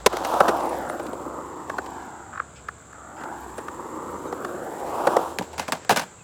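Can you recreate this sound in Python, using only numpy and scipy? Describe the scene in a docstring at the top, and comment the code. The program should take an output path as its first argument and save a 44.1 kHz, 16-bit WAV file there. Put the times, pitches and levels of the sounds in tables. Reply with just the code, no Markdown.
"""A skateboard slams down beside a phone, rolls away over concrete, turns on a far ramp and rolls back; the rider steps off.
Random grains under the wheels excite resonances of the wooden deck and its axles, with hiss and fine grit on top.
Slab joints strike single blows, wheels judder and skid in the turn, a loose bearing ticks, and shoes scuff over grains.
Behind it lie filtered noise for traffic and cicadas, low wavering hums for two far engines and gliding whistles for a bird."""
import sys
import numpy as np
from scipy import signal
from scipy.fft import rfft, irfft, next_fast_len
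from scipy.io import wavfile
from scipy.ndimage import uniform_filter1d

SR = 44100
rng = np.random.default_rng(int(sys.argv[2]) if len(sys.argv) > 2 else 0)


def decibels_to_gain(level_db):
    """Convert a level in decibels to a linear amplitude gain (20 dB per decade)."""
    exponent = np.asarray(level_db, float) / 20
    return 10 ** exponent


def bounce(signal):
    """Save signal as a 16-bit WAV file at the path given by the first command-line argument."""
    frames = np.transpose(np.atleast_2d(signal))
    limited = np.clip(frames, -1, 1)
    pcm = np.round(limited * 32767).astype(np.int16)
    wavfile.write(sys.argv[1], SR, pcm)


N = 275095
T = np.arange(N) / SR

# Resonances of the loaded deck: its slow flex, its roar, and the ring of the axles.
# Each row: centre in Hz, distance from the centre to the -6 dB points in Hz, gain in dB.
FLEX = [(146.5, 21, -9), (268, 102, -1), (350.6, 42.4, 4.5), (476.7, 106, 6.5)]
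ROAR = [(584, 264, -3), (787, 169, 1.63), (982.5, 136, -3)]
AXLES = [(1127, 125, 5.5), (1426, 311, 2), (1773, 316, 1.5), (1904, 260, 0)]


def unit(x):
    """Scale to rms 1."""
    return x / np.sqrt(np.mean(x ** 2))


def colour(x, points):
    """Causal minimum-phase filter whose gain follows (Hz, dB) points, joined over log frequency."""
    hz, db = np.transpose(points)
    log_hz = np.log(np.maximum(np.fft.rfftfreq(4096, 1 / SR), 1))
    cepstrum = irfft(np.log(decibels_to_gain(np.interp(log_hz, np.log(hz), db))))
    # folding the cepstrum forward in time makes the filter causal
    cepstrum[1:2048] *= 2
    cepstrum[2049:] = 0
    impulse = irfft(np.exp(rfft(cepstrum)))
    return signal.oaconvolve(x, impulse)[:len(x)]


def ring(x, modes):
    """Sum of resonances with alternating sign, each applied twice."""
    out = 0
    for k, (hz, width, db) in enumerate(modes):
        b, a = signal.iirpeak(hz, hz / width / 2, SR)
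        once = signal.lfilter(b, a, x)
        out = out + (-1) ** k * decibels_to_gain(db) * signal.lfilter(b, a, once)
    return out


def walk(rate):
    """Random levels held 1 / rate s and slewed twice."""
    k = int(SR / rate)
    held = np.repeat(rng.standard_normal(N // k + 1), k)
    return 1.02 * uniform_filter1d(uniform_filter1d(held, k), k)[:N]


def grit(count, per_s, scatter_db):
    """Grains of concrete: random clicks, a few much larger than the rest."""
    when = rng.random(count)
    sign = rng.standard_normal(count)
    size = rng.exponential(size=count)
    return (when < per_s / SR) * sign * decibels_to_gain(scatter_db * size)


def add(out, s, x):
    """Mix x into out from time s."""
    i = int(s * SR)
    out[i:i + len(x)] += x[:N - i]


def curves(table):
    """Columns of a table joined by straight lines in time."""
    s, *columns = np.transpose(table)
    return [np.interp(T, s, c) for c in columns]


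def traffic():
    """Far road noise; bass and middle swell on their own."""
    # Spectrum of the far road. Each row: frequency in Hz, relative density in dB per Hz.
    road_tone = [(15, -30), (25, -14.5), (104, 5.5), (172, 2.5), (211, -1.5), (1480, -5), (1620, -6),
                 (1910, -23), (2040, -13), (2750, -22), (3620, -21), (6000, -32), (7800, -113),
                 (13200, -120)]
    hum = unit(colour(rng.standard_normal(N), road_tone))
    bass = signal.sosfilt(signal.butter(2, 130, fs=SR, output="sos"), hum)
    bass_swell, middle_swell = decibels_to_gain(2.5 * walk(2)), decibels_to_gain(1.5 * walk(5))
    return decibels_to_gain(-50) * (bass * bass_swell + (hum - bass) * middle_swell)


def engine(table):
    """A low hum is all that carries this far; pitch and level waver at random, silent outside its span."""
    s, hz, db = np.transpose(table)
    wavering_hz = np.interp(T, s, hz) * (1 + 0.0427 * walk(15))
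    phase = 2 * np.pi * np.cumsum(wavering_hz) / SR
    heard = uniform_filter1d(1. * (T >= s[0]) * (T <= s[-1]), SR // 5)
    level = decibels_to_gain(np.interp(T, s, db) + 3.5 * walk(4) + 3.5 * walk(14))
    return np.sqrt(2) * heard * level * np.sin(phase)  # sqrt(2): table levels are rms


def cicadas():
    """A chorus merges into noise, loudest in one high band, with a fast throb that wavers in rate."""
    # Spectrum of the chorus. Each row: frequency in Hz, relative density in dB per Hz.
    buzz_tone = [(3240, -20), (5500, -26), (6070, -18), (7490, -0.5), (8300, -10.5), (8710, -20),
                 (10100, -37), (10400, -32), (11400, -39), (16000, -40)]
    throb_hz = 69.4 * (1 + 0.0072 * walk(3.6))
    throb = 1 + 0.14 * np.sin(2 * np.pi * np.cumsum(throb_hz) / SR)
    buzz = unit(colour(rng.standard_normal(N) * throb, buzz_tone))
    return decibels_to_gain(-53.5 + 0.96 * walk(0.38)) * buzz


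def bird():
    """Short whistles: sine tones that glide in pitch under a rounded swell."""
    # Far bird notes. Each row: start in seconds, peak in dB, start pitch in Hz, end pitch in Hz, length in ms.
    notes = [(4.13, -55, 6080, 5950, 24), (4.168, -55, 6100, 6300, 34), (4.215, -58, 6250, 6350, 12),
             (4.265, -53, 6340, 6150, 47), (4.26, -56, 3830, 3680, 40), (6.183, -55, 2720, 2680, 18),
             (6.2, -51, 2630, 2480, 22)]
    out = np.zeros(N)
    for s, db, start_hz, end_hz, ms in notes:
        count = int(ms * SR / 1000)
        phase = 2 * np.pi * np.cumsum(np.linspace(start_hz, end_hz, count)) / SR
        add(out, s, decibels_to_gain(db) * np.hanning(count) ** .5 * np.sin(phase))
    return out


def struck(push, rasp, low_modes, axle_modes, roar_db, low_db, axle_db, crack_db):
    """One blow through the parts of the board, each at its own level over its loudest 4 ms."""
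    # Spectrum of the bright crack. Each row: frequency in Hz, relative density in dB per Hz.
    crack_tone = [(600, -24), (1500, 3), (2500, 0), (4500, -5), (7000, -7.5), (11000, -13.5),
                  (16000, -21.5)]
    parts = ring(push, ROAR), ring(push, low_modes), ring(push, axle_modes), colour(rasp, crack_tone)
    out = 0
    for db, part in zip((roar_db, low_db, axle_db, crack_db), parts):
        loudest = np.sqrt(uniform_filter1d(part ** 2, SR // 250).max())
        out = out + decibels_to_gain(db) * part / loudest
    return out


def scuffs():
    """A sole lands with a thud and drags in jerks over loose grains until it grips."""
    # Shoes and tail on gritty concrete. Each row: start in seconds, deck level in dB, thud level in dB,
    # grit level in dB, drag length in ms (the grains are about 12 dB down by then).
    steps = [(5.392, -35, -25, -30.5, 4.1), (5.409, -26.5, -26.5, -42, 5.9), (5.423, -53, -36, -39.5, 20),
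             (5.531, -39, -53, -44.5, 21), (5.58, -32.5, -38, -30, 11), (5.595, -22, -34, -25, 9.6),
             (5.617, -33, -42, -36.5, 37), (5.681, -25.5, -31.5, -28.5, 7.2),
             (5.722, -23.5, -28.5, -16.5, 2), (5.726, -24.5, -32, -27.5, 17), (5.848, -41, -46, -39.5, 3.7),
             (5.894, -11.5, -30, -15.5, 13.3), (5.906, -39, -20.5, -20, 21), (5.961, -22, -36, -22, 9.5),
             (5.971, -25, -27, -19, 8.8), (5.995, -26.5, -37, -22.5, 13), (6.012, -32, -36.5, -31.5, 17)]
    # A body's weight on the slab. Each row: centre in Hz, distance to the -6 dB points in Hz, gain in dB.
    thud_modes = [(107, 97, -22), (188, 35, 4.5), (292, 68, -3.5), (435, 110, 0.5)]
    # Axle that rings on once the rider's weight is off. The row: centre in Hz, distance to -6 dB in Hz, gain in dB.
    free_axle = [(2070, 14, 5)]
    axles_under_grit_db = -5
    out, t = np.zeros(N), T[:SR // 5]
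    jerks = np.pad(decibels_to_gain(2.5 * walk(250)), (0, SR))
    for s, deck_db, thud_db, grit_db, ms in steps:
        grains = grit(len(t), 9000, 1.6) * jerks[int(s * SR):][:len(t)]
        drag = grains * np.exp(-(t / max(ms, .5) / 0.00059) ** 0.69)
        axle_db = grit_db + axles_under_grit_db
        add(out, s, struck(drag, drag, thud_modes, AXLES + free_axle, deck_db, thud_db, axle_db, grit_db))
    return out


def ticks():
    """A small steel part of a loose bearing rings for a few milliseconds."""
    # Bearing ticks. Each row: start in seconds, peak in dB, pitch in Hz.
    rattles = [(0.634, -36, 9200), (0.667, -40, 8960), (0.6918, -36, 9400), (0.8889, -38, 9000),
               (0.8989, -34, 9200), (1.0291, -39.5, 8800), (1.1318, -40.5, 8500), (3.5788, -33, 8670),
               (3.6094, -41, 8850)]
    out, t = np.zeros(N), T[:SR // 30]
    for s, db, hz in rattles:
        burst = rng.standard_normal(len(t)) * np.exp(-t / 0.0065)
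        tick = ring(burst, [(hz, 500, 0)])
        add(out, s, decibels_to_gain(db) * tick / abs(tick).max())
    return out


def skids():
    """Wheels skid sideways: a short airy rasp that starts at once and trails off."""
    # Skids in the turn. Each row: start in seconds, starting level in dB, time to half amplitude in ms.
    slides = [(2.558, -52.5, 40), (3.165, -57.5, 75)]
    # Spectrum of the rasp. Each row: frequency in Hz, relative density in dB per Hz.
    rasp_tone = [(1500, -42), (2300, 8), (2800, 8), (4000, -4), (5300, 1), (6500, -29)]
    out, t = np.zeros(N), T[:SR // 6]
    for s, db, ms in slides:
        rasp = unit(colour(rng.standard_normal(len(t)), rasp_tone))
        add(out, s, decibels_to_gain(db) * rasp / (1 + (t / ms / 0.001) ** 3))
    return out


def pivot():
    """Wheels judder round atop the ramp: evenly paced stick and slip that grows to the turn and dies after it."""
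    turn_s, builds_s, dies_s = 2.385, 0.052, 0.017
    first_s, gap_s, count, slip_s = 2.328, .0214, 6, .007
    out, t = np.zeros(N), T[:SR // 20]
    for s in first_s + gap_s * np.arange(count):
        press = np.exp(-abs(s - turn_s) / (builds_s if s < turn_s else dies_s))
        envelope = np.minimum(t / slip_s, 1) * np.exp(-(t / slip_s / 2) ** 2)
        slip = grit(len(t), 4000, 2.5) * envelope
        # the axles lead; roar, flex and crack sit under them
        add(out, s, press * decibels_to_gain(-26) * struck(slip, slip, FLEX, AXLES, -16, -30, 0, -28))
    return out


def clacks():
    """Each blow chatters for the length of the contact into the damped deck; its slowest flex stays still."""
    # Wheels and deck striking concrete. Each row: start in seconds, deck level in dB, axle level in dB,
    # crack level in dB, contact length in ms.
    blows = [(.061, -8, -43, -11, 7.9), (.127, -28.5, -32, -35.5, 19), (.168, -27, -32, -28.5, 4.1),
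             (0.247, -28, -32, -28, 8.3), (.331, -29.5, -45, -44, 15), (.341, -22, -41, -32.5, 1.4),
             (0.403, -11, -10.5, -24.5, 8.4), (0.481, -19.5, -20.5, -24.5, 15.3),
             (0.603, -32, -42, -40, 8.6), (.897, -29, -26, -39.5, 2.4), (0.996, -32, -52, -42, 9.2),
             (1.065, -49, -55, -41, 6), (1.131, -29, -53, -47, 2.9), (1.696, -30, -25, -38, 6.6),
             (1.782, -27, -22, -37, 7.8), (1.86, -40, -43, -43.5, 9.8), (2.399, -34, -19, -53, 1.8),
             (2.684, -44, -23.5, -43.5, 5.4), (2.928, -55, -40, -56, 4.8), (3.206, -43, -34, -52, 18),
             (3.235, -35.5, -38, -45, 8.1), (3.58, -33, -35.5, -41, 13.3), (3.682, -40, -27.5, -42.5, 4.9),
             (4.325, -26.5, -32, -43, 5.6), (4.446, -35, -25.5, -39, 6.2), (5.069, -15.5, -20.5, -26, 8.7),
             (5.166, -12, -24.5, -27, 5.7), (5.386, -27, -59, -19.5, 1.74)]
    # flex against roar at the reference contact; a longer push bends the deck more
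    flex_under_roar_db, reference_ms, db_per_doubling = -3.5, 6.2, 4.5
    out, t = np.zeros(N), T[:SR // 10]
    for s, deck_db, axle_db, crack_db, ms in blows:
        chatter = rng.standard_normal((2, len(t)))
        contact = np.minimum(t / .0012, 1) / (1 + (1000 * t / max(ms, 1)) ** 4)
        push = chatter[0] * contact
        rasp = chatter[1] * contact * np.exp(-t / 0.037)
        flex_db = deck_db + flex_under_roar_db + db_per_doubling * np.log2(max(ms, 3) / reference_ms)
        add(out, s, struck(push, rasp, FLEX[1:], AXLES, deck_db, flex_db, axle_db, crack_db))
    return out


def wheels():
    """One dense stream of grains drives deck and axles; patches of rougher concrete make it stutter."""
    # Rolling, before the board's mix gain. Each row: time in seconds, deck roar in dB, axle ring in dB.
    rolling = [(0.04, -48, -54), (0.12, -33.5, -39), (0.29, -27.5, -37.5), (0.45, -23.5, -30),
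               (0.62, -26, -33.5), (0.78, -29.5, -37), (0.95, -31, -38), (1.2, -29.5, -45.5),
               (1.5, -33, -42.5), (1.84, -35.5, -48.5), (2.0, -34.5, -40), (2.26, -42.5, -44.5),
               (2.45, -52.5, -53.5), (2.7, -82, -65), (2.95, -49, -47), (3.33, -32.5, -38.5),
               (3.45, -39, -45.5), (4.12, -32.5, -42), (4.75, -32, -39), (5.12, -24, -31),
               (5.22, -28.5, -36.5), (5.33, -39, -46.5), (5.6, -47.5, -74), (6.24, -69, -74)]
    # Treble of the rolling, then of shoes scuffing after 5.3 s, before the same gain.
    # Each row: time in seconds, hiss in dB, fine grit in dB.
    treble = [(0.04, -53, -65), (0.12, -42.5, -54), (0.32, -37, -42), (0.66, -44, -48.5), (1.3, -58, -58.5),
              (2.0, -51.5, -59.5), (2.45, -73, -73), (3.0, -81, -69), (3.33, -54, -55), (3.8, -57.5, -57.5),
              (4.7, -53, -51.5), (5.12, -41.5, -45), (5.3, -47.5, -49.5), (5.45, -54, -60), (5.7, -47, -74),
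              (6.05, -52.5, -71), (6.24, -64, -70)]
    # Spectra of hiss and fine grit. Each row: frequency in Hz, relative density in dB per Hz.
    hiss_tone = [(500, -23), (1500, 0), (2500, -1), (4000, -4.5), (6000, -6.5), (9000, -19), (12000, -74.5)]
    fine_tone = [(3000, -62), (6000, -16), (9000, -3.5), (11000, -7.5), (13500, -8), (16000, -14)]
    roar_db, axle_db = curves(rolling)
    hiss_db, fine_db = curves(treble)
    # the flex swells less than the roar: -37.5 dB at a roar of -35.5 dB, then 0.73 dB per dB
    flex_db = -37.5 + 0.73 * (roar_db + 35.5)
    # rolling back, the deck's flex faces the phone more
    flex_db = flex_db + 1.5 * (T > 3.4)

    patches = walk(25.13)
    road = grit(N, 6000, 1.6) * decibels_to_gain(.8 * patches + 1.3 * walk(70))
    roar = decibels_to_gain(roar_db) * unit(ring(road, ROAR))
    flex = decibels_to_gain(flex_db + 1.0 * walk(9.9)) * unit(ring(road, FLEX))
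    axles = decibels_to_gain(axle_db + 0.2 * walk(24.3)) * unit(ring(road, AXLES))

    dust = grit(N, 14000, 0.68) * decibels_to_gain(0.3 * patches + 1.34 * walk(74))
    hiss = decibels_to_gain(hiss_db) * unit(colour(dust, hiss_tone))
    fine = decibels_to_gain(fine_db) * unit(colour(dust, fine_tone))
    # lone spat grains, 24 a second on average, 11 dB under the fine grit
    spits = decibels_to_gain(fine_db - 11) * unit(ring(grit(N, 24, 2), [(14000, 1500, 0)]))
    return roar + flex + axles + hiss + fine + spits


def both_ends(near):
    """Nose and tail sound in opposition: the far end adds an inverted, later, duller copy, so notches glide."""
    # The far end arrives later the more the board points at the phone. Each row: time in seconds, lag in ms.
    lags = [(0, 0.32), (.55, 0.41), (1.1, 0.98), (1.6, 1.174), (2.4, 1.75), (3.1, 1.74), (3.6, 1.24),
            (4.3, 1.055), (5.0, 0.44), (6.24, 0.13)]
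    lag = np.interp(T, *np.transpose(lags)) / 1000
    low = signal.sosfiltfilt(signal.butter(2, 2600, fs=SR, output="sos"), near)
    dull = .2 * near + .8 * low
    # phase turned by 1.18 radians at every frequency
    turned = np.real(signal.hilbert(dull, next_fast_len(N))[:N] * np.exp(-1j * 1.18))
    return near - .62 * np.interp(T - lag, T, turned)


def scene():
    """Board, rider and surroundings; a blow falls on one axle, so only the rolling comes from both ends."""
    # Two far engines, the second one slowing.
    # Each row: time in seconds, pitch of a low hum in Hz, and its randomly wavering level in dB.
    passing = [(0.0, 57.7, -56), (1.5, 74, -57), (2.0, 68.4, -60), (3.0, 70.5, -56), (3.5, 79, -65),
               (4.08, 83.4, -52), (4.7, 73.1, -63.5), (5.45, 82, -53.5), (6.24, 76, -76)]
    slowing = [(3.4, 68.6, -44), (3.6, 61.6, -62), (4.95, 45.2, -67), (5.5, 46, -68)]
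    surroundings = traffic() + engine(passing) + engine(slowing) + cicadas() + bird()
    board = both_ends(0.64 * wheels()) + clacks() + ticks() + skids() + pivot()
    return (surroundings + scuffs() + board)[None]


def band_limit(x):
    """A steep low-pass at the top of the band."""
    return signal.sosfilt(signal.butter(12, 17060, fs=SR, output="sos"), x)


def record(dry):
    """The phone rounds the loudest peaks."""
    rounded = np.tanh(.95 * dry) / .95
    return band_limit(rounded)


dry = scene()
out = record(dry)
bounce(out)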